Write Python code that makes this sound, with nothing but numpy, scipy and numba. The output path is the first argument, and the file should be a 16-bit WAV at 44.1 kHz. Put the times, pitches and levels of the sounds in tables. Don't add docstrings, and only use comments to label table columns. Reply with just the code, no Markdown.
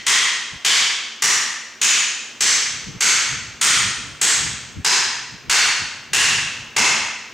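import sys
import numpy as np
from scipy import signal
from scipy.fft import rfft, irfft, next_fast_len
from scipy.io import wavfile
from scipy.ndimage import uniform_filter1d, minimum_filter1d
from numba import njit

SR = 44100
rng = np.random.default_rng(int(sys.argv[2]) if len(sys.argv) > 2 else 0)


def boost_factor(decibels):
    exponent = np.asarray(decibels, float) / 20
    return 10 ** exponent


def log_audio(samples):
    frames = np.atleast_2d(samples).T
    limited = np.clip(frames, -1, 1)
    pcm = np.round(limited * 32767).astype(np.int16)
    wavfile.write(sys.argv[1], SR, pcm)


N = 323587
LEAD = SR

# t/s, strength/dB, thud/dB, body/dB, brightness/dB
BLOWS = [(0.067, 8.5, -4, -0.5, -1.5), (0.649, 9, -5.5, 0.5, -1), (1.223, 4.5, -0.7, 2, 3.3),
         (1.816, 7.5, -4, -1.5, 0), (2.408, 7, -2, -1.5, -1), (3.008, 8, -2.5, -0.5, 1),
         (3.614, 8.5, -3, -0.5, 2), (4.215, 4.5, 0, 2, 2), (4.848, 5.5, -1.5, 3.5, -2),
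         (5.498, 8, -3, 3, 0), (6.134, 8.5, -0.2, 3.5, 0.5), (6.7656, 6, 4, 9, -2.5)]
EARLIER_BLOW = (-0.5, 8.5, -6, -1, -1)
# f/Hz, f/Hz, f/Hz, f/Hz, f/Hz
TUBE_MODES = [(3220, 1960, 1080, 9450, 8500), (3110, 3500, 2320, 4620, 1100),
              (5900, 1870, 1150, 6970, 5400), (6960, 2560, 6250, 3030, 8600),
              (6130, 7670, 5470, 9100, 4470), (6430, 1390, 7550, 2200, 4400),
              (8600, 1340, 3240, 6830, 2000), (7670, 8370, 6550, 8050, 3290), (5060, 943, 4030, 1680, 6450),
              (4430, 2710, 1520, 2180, 770), (2790, 2660, 1830, 9500, 9800), (2146, 2660, 9700, 5250, 6600)]
EARLIER_MODES = (2000, 3120, 4400, 6250, 8000)
# f/Hz, level per Hz/dB
STEEL_CRACK = [(59, -56), (100, -23.5), (255, -21.5), (302, -18.5), (343, -18), (398, -14.5), (600, -22.5),
               (900, -12.5), (1870, -2), (3120, -3.5), (3860, -4.5), (6840, -4), (14400, -32), (16000, -32)]
# f/Hz, level/dB
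CLOSE_BRIGHTNESS = [(250, 4), (1500, -1.5), (3000, -2), (5000, -1.5), (8000, 4.5), (10000, 3.5), (14000, 5)]
# f/Hz, T60/s
HALL_T60 = [(100, 0.82), (400, 0.73), (1000, 0.91), (2500, 0.96), (5500, 0.85), (9000, 0.66), (14000, 0.42)]
# f/Hz, level/dB
HALL_COLOUR = [(300, 1), (5000, 0), (9000, -3), (14000, -5)]
# delay/s, level/dB
EARLY_ECHOES = [(.0025, -3), (.005, -4), (.008, -14), (0.013, -6), (0.019, -2.5), (0.028, -4), (0.035, -3)]
# f/Hz, side minus mid/dB
STEREO_WIDTH = [(60, -24), (110, -42), (200, -42), (380, -26), (700, -21), (1290, -19), (2380, -17),
                (4400, -13), (8120, -14), (15000, -27)]
# f/Hz, level per Hz/dB
PORT_TURBULENCE = [(12, -26), (20, -16), (57, 0.5), (129, 7), (370, -11), (409, -23), (464, -8.5),
                   (528, -64), (600, -48), (780, -48), (1320, -120)]
# f/Hz, side minus mid/dB
PORT_WIDTH = [(25, -17), (60, -17), (130, -8), (300, -3.5)]
# peak t/s, length/s, level/dB
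GUSTS = [(0.0, 0.067, -39), (0.2, 0.068, -43), (0.543, 0.065, -38.5), (2.755, 0.21, -43),
         (2.886, 0.062, -30.5), (2.956, .05, -33), (3.082, .12, -49), (3.32, 0.11, -34.5),
         (3.445, 0.21, -42.5), (3.695, .1, -33), (3.776, 0.17, -32), (3.86, 0.11, -34), (3.987, 0.055, -37),
         (4.075, 0.15, -39.5), (4.427, 0.19, -32.5), (4.543, 0.14, -45), (4.672, 0.17, -47),
         (4.78, 0.066, -26.5), (5.34, 0.038, -37), (5.48, .1, -41), (5.663, 0.11, -42), (5.82, .08, -37.5),
         (6.117, 0.041, -44), (6.182, 0.11, -30), (6.27, 0.17, -32), (6.413, 0.15, -35.5),
         (6.619, 0.21, -46), (6.817, 0.097, -37), (6.994, .2, -51), (7.34, 0.031, -39)]
# t/s, level/dB
BREEZE = [(0, -62), (0.7, -78), (2.2, -82), (2.4, -52), (5.0, -50), (6.0, -49), (7.34, -59)]
# f/Hz, level per Hz/dB
GARAGE_AIR = [(30, -26), (100, -7), (190, -11), (224, 3), (260, -2.5), (450, -3.5), (700, -7), (2500, -4.5),
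              (7000, -31), (10000, -34), (16000, -28)]

GUST_RISE = 0.64
STRONGEST_MODE_DB, MODE_STEP_DB = 7.5, 1.08
MODE_WIDTH_HZ, MODE_WIDENING = 156, 0.034
MIC_TOP_HZ, STEREO_TOP_HZ = 15900, 10800


def set_rms(x, db):
    return x * boost_factor(db) / np.sqrt(np.mean(x ** 2))


def on_log(table, hz):
    f, value = np.transpose(table)
    return np.interp(np.log(hz + 1), np.log(f), value)


def colour(x, table):
    length = x.shape[-1]
    n = next_fast_len(length)
    gain = boost_factor(on_log(table, np.fft.rfftfreq(n, 1 / SR)))
    return irfft(rfft(x, n) * gain, n)[..., :length]


def resonance(hz, centre_hz, width_hz):
    damping = 1j * hz * width_hz
    return damping / (centre_hz ** 2 - hz ** 2 + damping)


def walk(rate_hz):
    hold = int(SR / rate_hz)
    steps = np.repeat(rng.standard_normal(N // hold + 1), hold)
    return 1.2 * uniform_filter1d(steps, hold)[:N]


def clank(thud_db, body_db, bright_db, modes, size=2048):
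    t, hz = np.arange(size) / SR, np.fft.rfftfreq(size, 1 / SR)
    chance = rng.standard_normal((2, size))
    lag = 0.0042 + 0.0045 * uniform_filter1d(chance[0, :len(hz)], size=12)
    click = np.exp(-2j * np.pi * np.cumsum(np.maximum(lag, 0.0025)) * SR / size)
    chatter = rfft(chance[1] * t ** 2 * np.exp(-t / 0.002))
    chatter = boost_factor(-18) * chatter / np.sqrt(np.mean(np.abs(chatter) ** 2))

    peaks_db = np.maximum(STRONGEST_MODE_DB - MODE_STEP_DB * np.arange(len(modes)), 0)
    power = 1
    for f, db in zip(modes, peaks_db):
        mode = resonance(hz, f, MODE_WIDTH_HZ + MODE_WIDENING * f)
        power = power + (boost_factor(2 * db) - 1) * np.abs(mode) ** 3
    ring = np.sqrt(power)

    touch = [(350, thud_db), (850, body_db), (2200, 0), (6500, 0), (10000, bright_db)]  # f/Hz, level/dB
    steel_db = on_log(STEEL_CRACK, hz) + on_log(CLOSE_BRIGHTNESS, hz) + on_log(touch, hz)
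    sound = irfft((click + chatter) * ring * boost_factor(steel_db), size)
    return sound * np.minimum(t / 0.0018, 1) ** 2


def hall(tail_db, size=32768):
    t, hz = np.arange(size) / SR, np.fft.rfftfreq(size, 1 / SR)
    noise, tail = rfft(rng.standard_normal(size)), 0
    for centre in 60 * 2 ** np.arange(0, 8.5, 0.5):
        band = np.cos(np.pi * np.clip(np.log2((hz + 1) / centre), -0.5, 0.5)) ** 2
        decay = np.exp(-np.log(1000) * t / on_log(HALL_T60, centre))
        tail = tail + boost_factor(on_log(HALL_COLOUR, centre)) * irfft(noise * band, size) * decay
    response = boost_factor(tail_db) * tail * (1 - np.exp(-(t / 0.01) ** 2))
    for delay, db in EARLY_ECHOES:
        response[int(delay * SR)] += boost_factor(db) * rng.choice([-1, 1])
    return response


def hammering():
    stances = np.zeros((3, N + LEAD + 2048))
    modes = [EARLIER_MODES, *TUBE_MODES]
    for k, (s, db, *touch) in enumerate([EARLIER_BLOW, *BLOWS]):
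        sound = clank(*touch, modes[k])
        at = int((s - 0.003) * SR) + LEAD
        stances[k % 3, at:at + len(sound)] += boost_factor(db + 23) * sound
    all_blows = stances.sum(axis=0)
    mid = sum(signal.oaconvolve(blows, hall(tail_db=-24)) for blows in stances)[LEAD:N + LEAD]
    side = signal.oaconvolve(all_blows, hall(tail_db=-21))[LEAD:N + LEAD]
    direct = all_blows[LEAD:N + LEAD]
    return np.array([mid + direct, colour(side + 0.4 * direct, STEREO_WIDTH)])


def draught():
    t = np.arange(N) / SR
    flow = boost_factor(np.interp(t, *np.transpose(BREEZE)))
    for s, length, db in GUSTS:
        span = length * np.where(t < s, GUST_RISE, 1)
        flow = flow + boost_factor(db) * np.exp(-(2 * (t - s) / span) ** 2)
    mid, side = set_rms(colour(rng.standard_normal((2, N)), PORT_TURBULENCE), 0)
    lumps = boost_factor(1.26 * walk(25) - 3.0)
    return np.array([mid, colour(side, PORT_WIDTH)]) * flow * lumps


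def air():
    noise = set_rms(colour(rng.standard_normal((2, N)), GARAGE_AIR), -45.5)
    swell = boost_factor(1.5 * walk(3))
    return noise * swell * np.array([[1], [boost_factor(-18.5)]])


def case():
    t, out = np.arange(SR) / SR, np.zeros(N + SR)
    sweep = np.sin(2 * np.pi * (95 * t + 1400 * t ** 2))
    yelp = sweep * (t / 0.036) * np.exp(-(t / 0.046) ** 2)
    for s, db, thud_db, *_ in BLOWS:
        wobble = 1.0 + 1.23 * walk(43.5)[:SR]
        swell = (1 - np.exp(-t / 0.029)) * np.exp(-t / 0.23)
        hum = wobble * np.sin(2 * np.pi * 225 * t) * swell
        at = int(s * SR)
        out[at:at + SR] += boost_factor(db + 2.2 * thud_db) * (boost_factor(-30) * yelp + boost_factor(-52) * hum)
    return out[:N] * np.array([[1], [0.2]])


def scene():
    mid, side = hammering() + case() + draught() + air()
    return np.array([(mid + side) * boost_factor(-1.2), (mid - side) * boost_factor(-1.5)])


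@njit
def recover(gain, release):
    out, g = np.empty(len(gain)), 1.
    for i in range(len(gain)):
        g = min(gain[i], g + (1 - g) * release)
        out[i] = g
    return out


def low_pass(x):
    return signal.sosfilt(signal.butter(12, 16470, fs=SR, output="sos"), x)


def record(dry):
    loudness = np.sqrt(uniform_filter1d(np.mean(dry ** 2, axis=0), size=64) + 1e-12)
    wanted = minimum_filter1d(np.minimum(1, boost_factor(-12.5) / loudness), size=96)
    gain = uniform_filter1d(recover(wanted, 1 / (0.08 * SR)), size=96)
    left, right = np.tanh(1.073 * dry * gain) / 1.031
    mic_top = signal.butter(8, MIC_TOP_HZ, fs=SR, output="sos")
    stereo_top = signal.butter(4, STEREO_TOP_HZ, fs=SR, output="sos")
    mid = signal.sosfiltfilt(mic_top, (left + right) / 2)
    side = signal.sosfiltfilt(stereo_top, (left - right) / 2)
    return low_pass(np.array([mid + side, mid - side]))


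dry = scene()
out = record(dry)
log_audio(out)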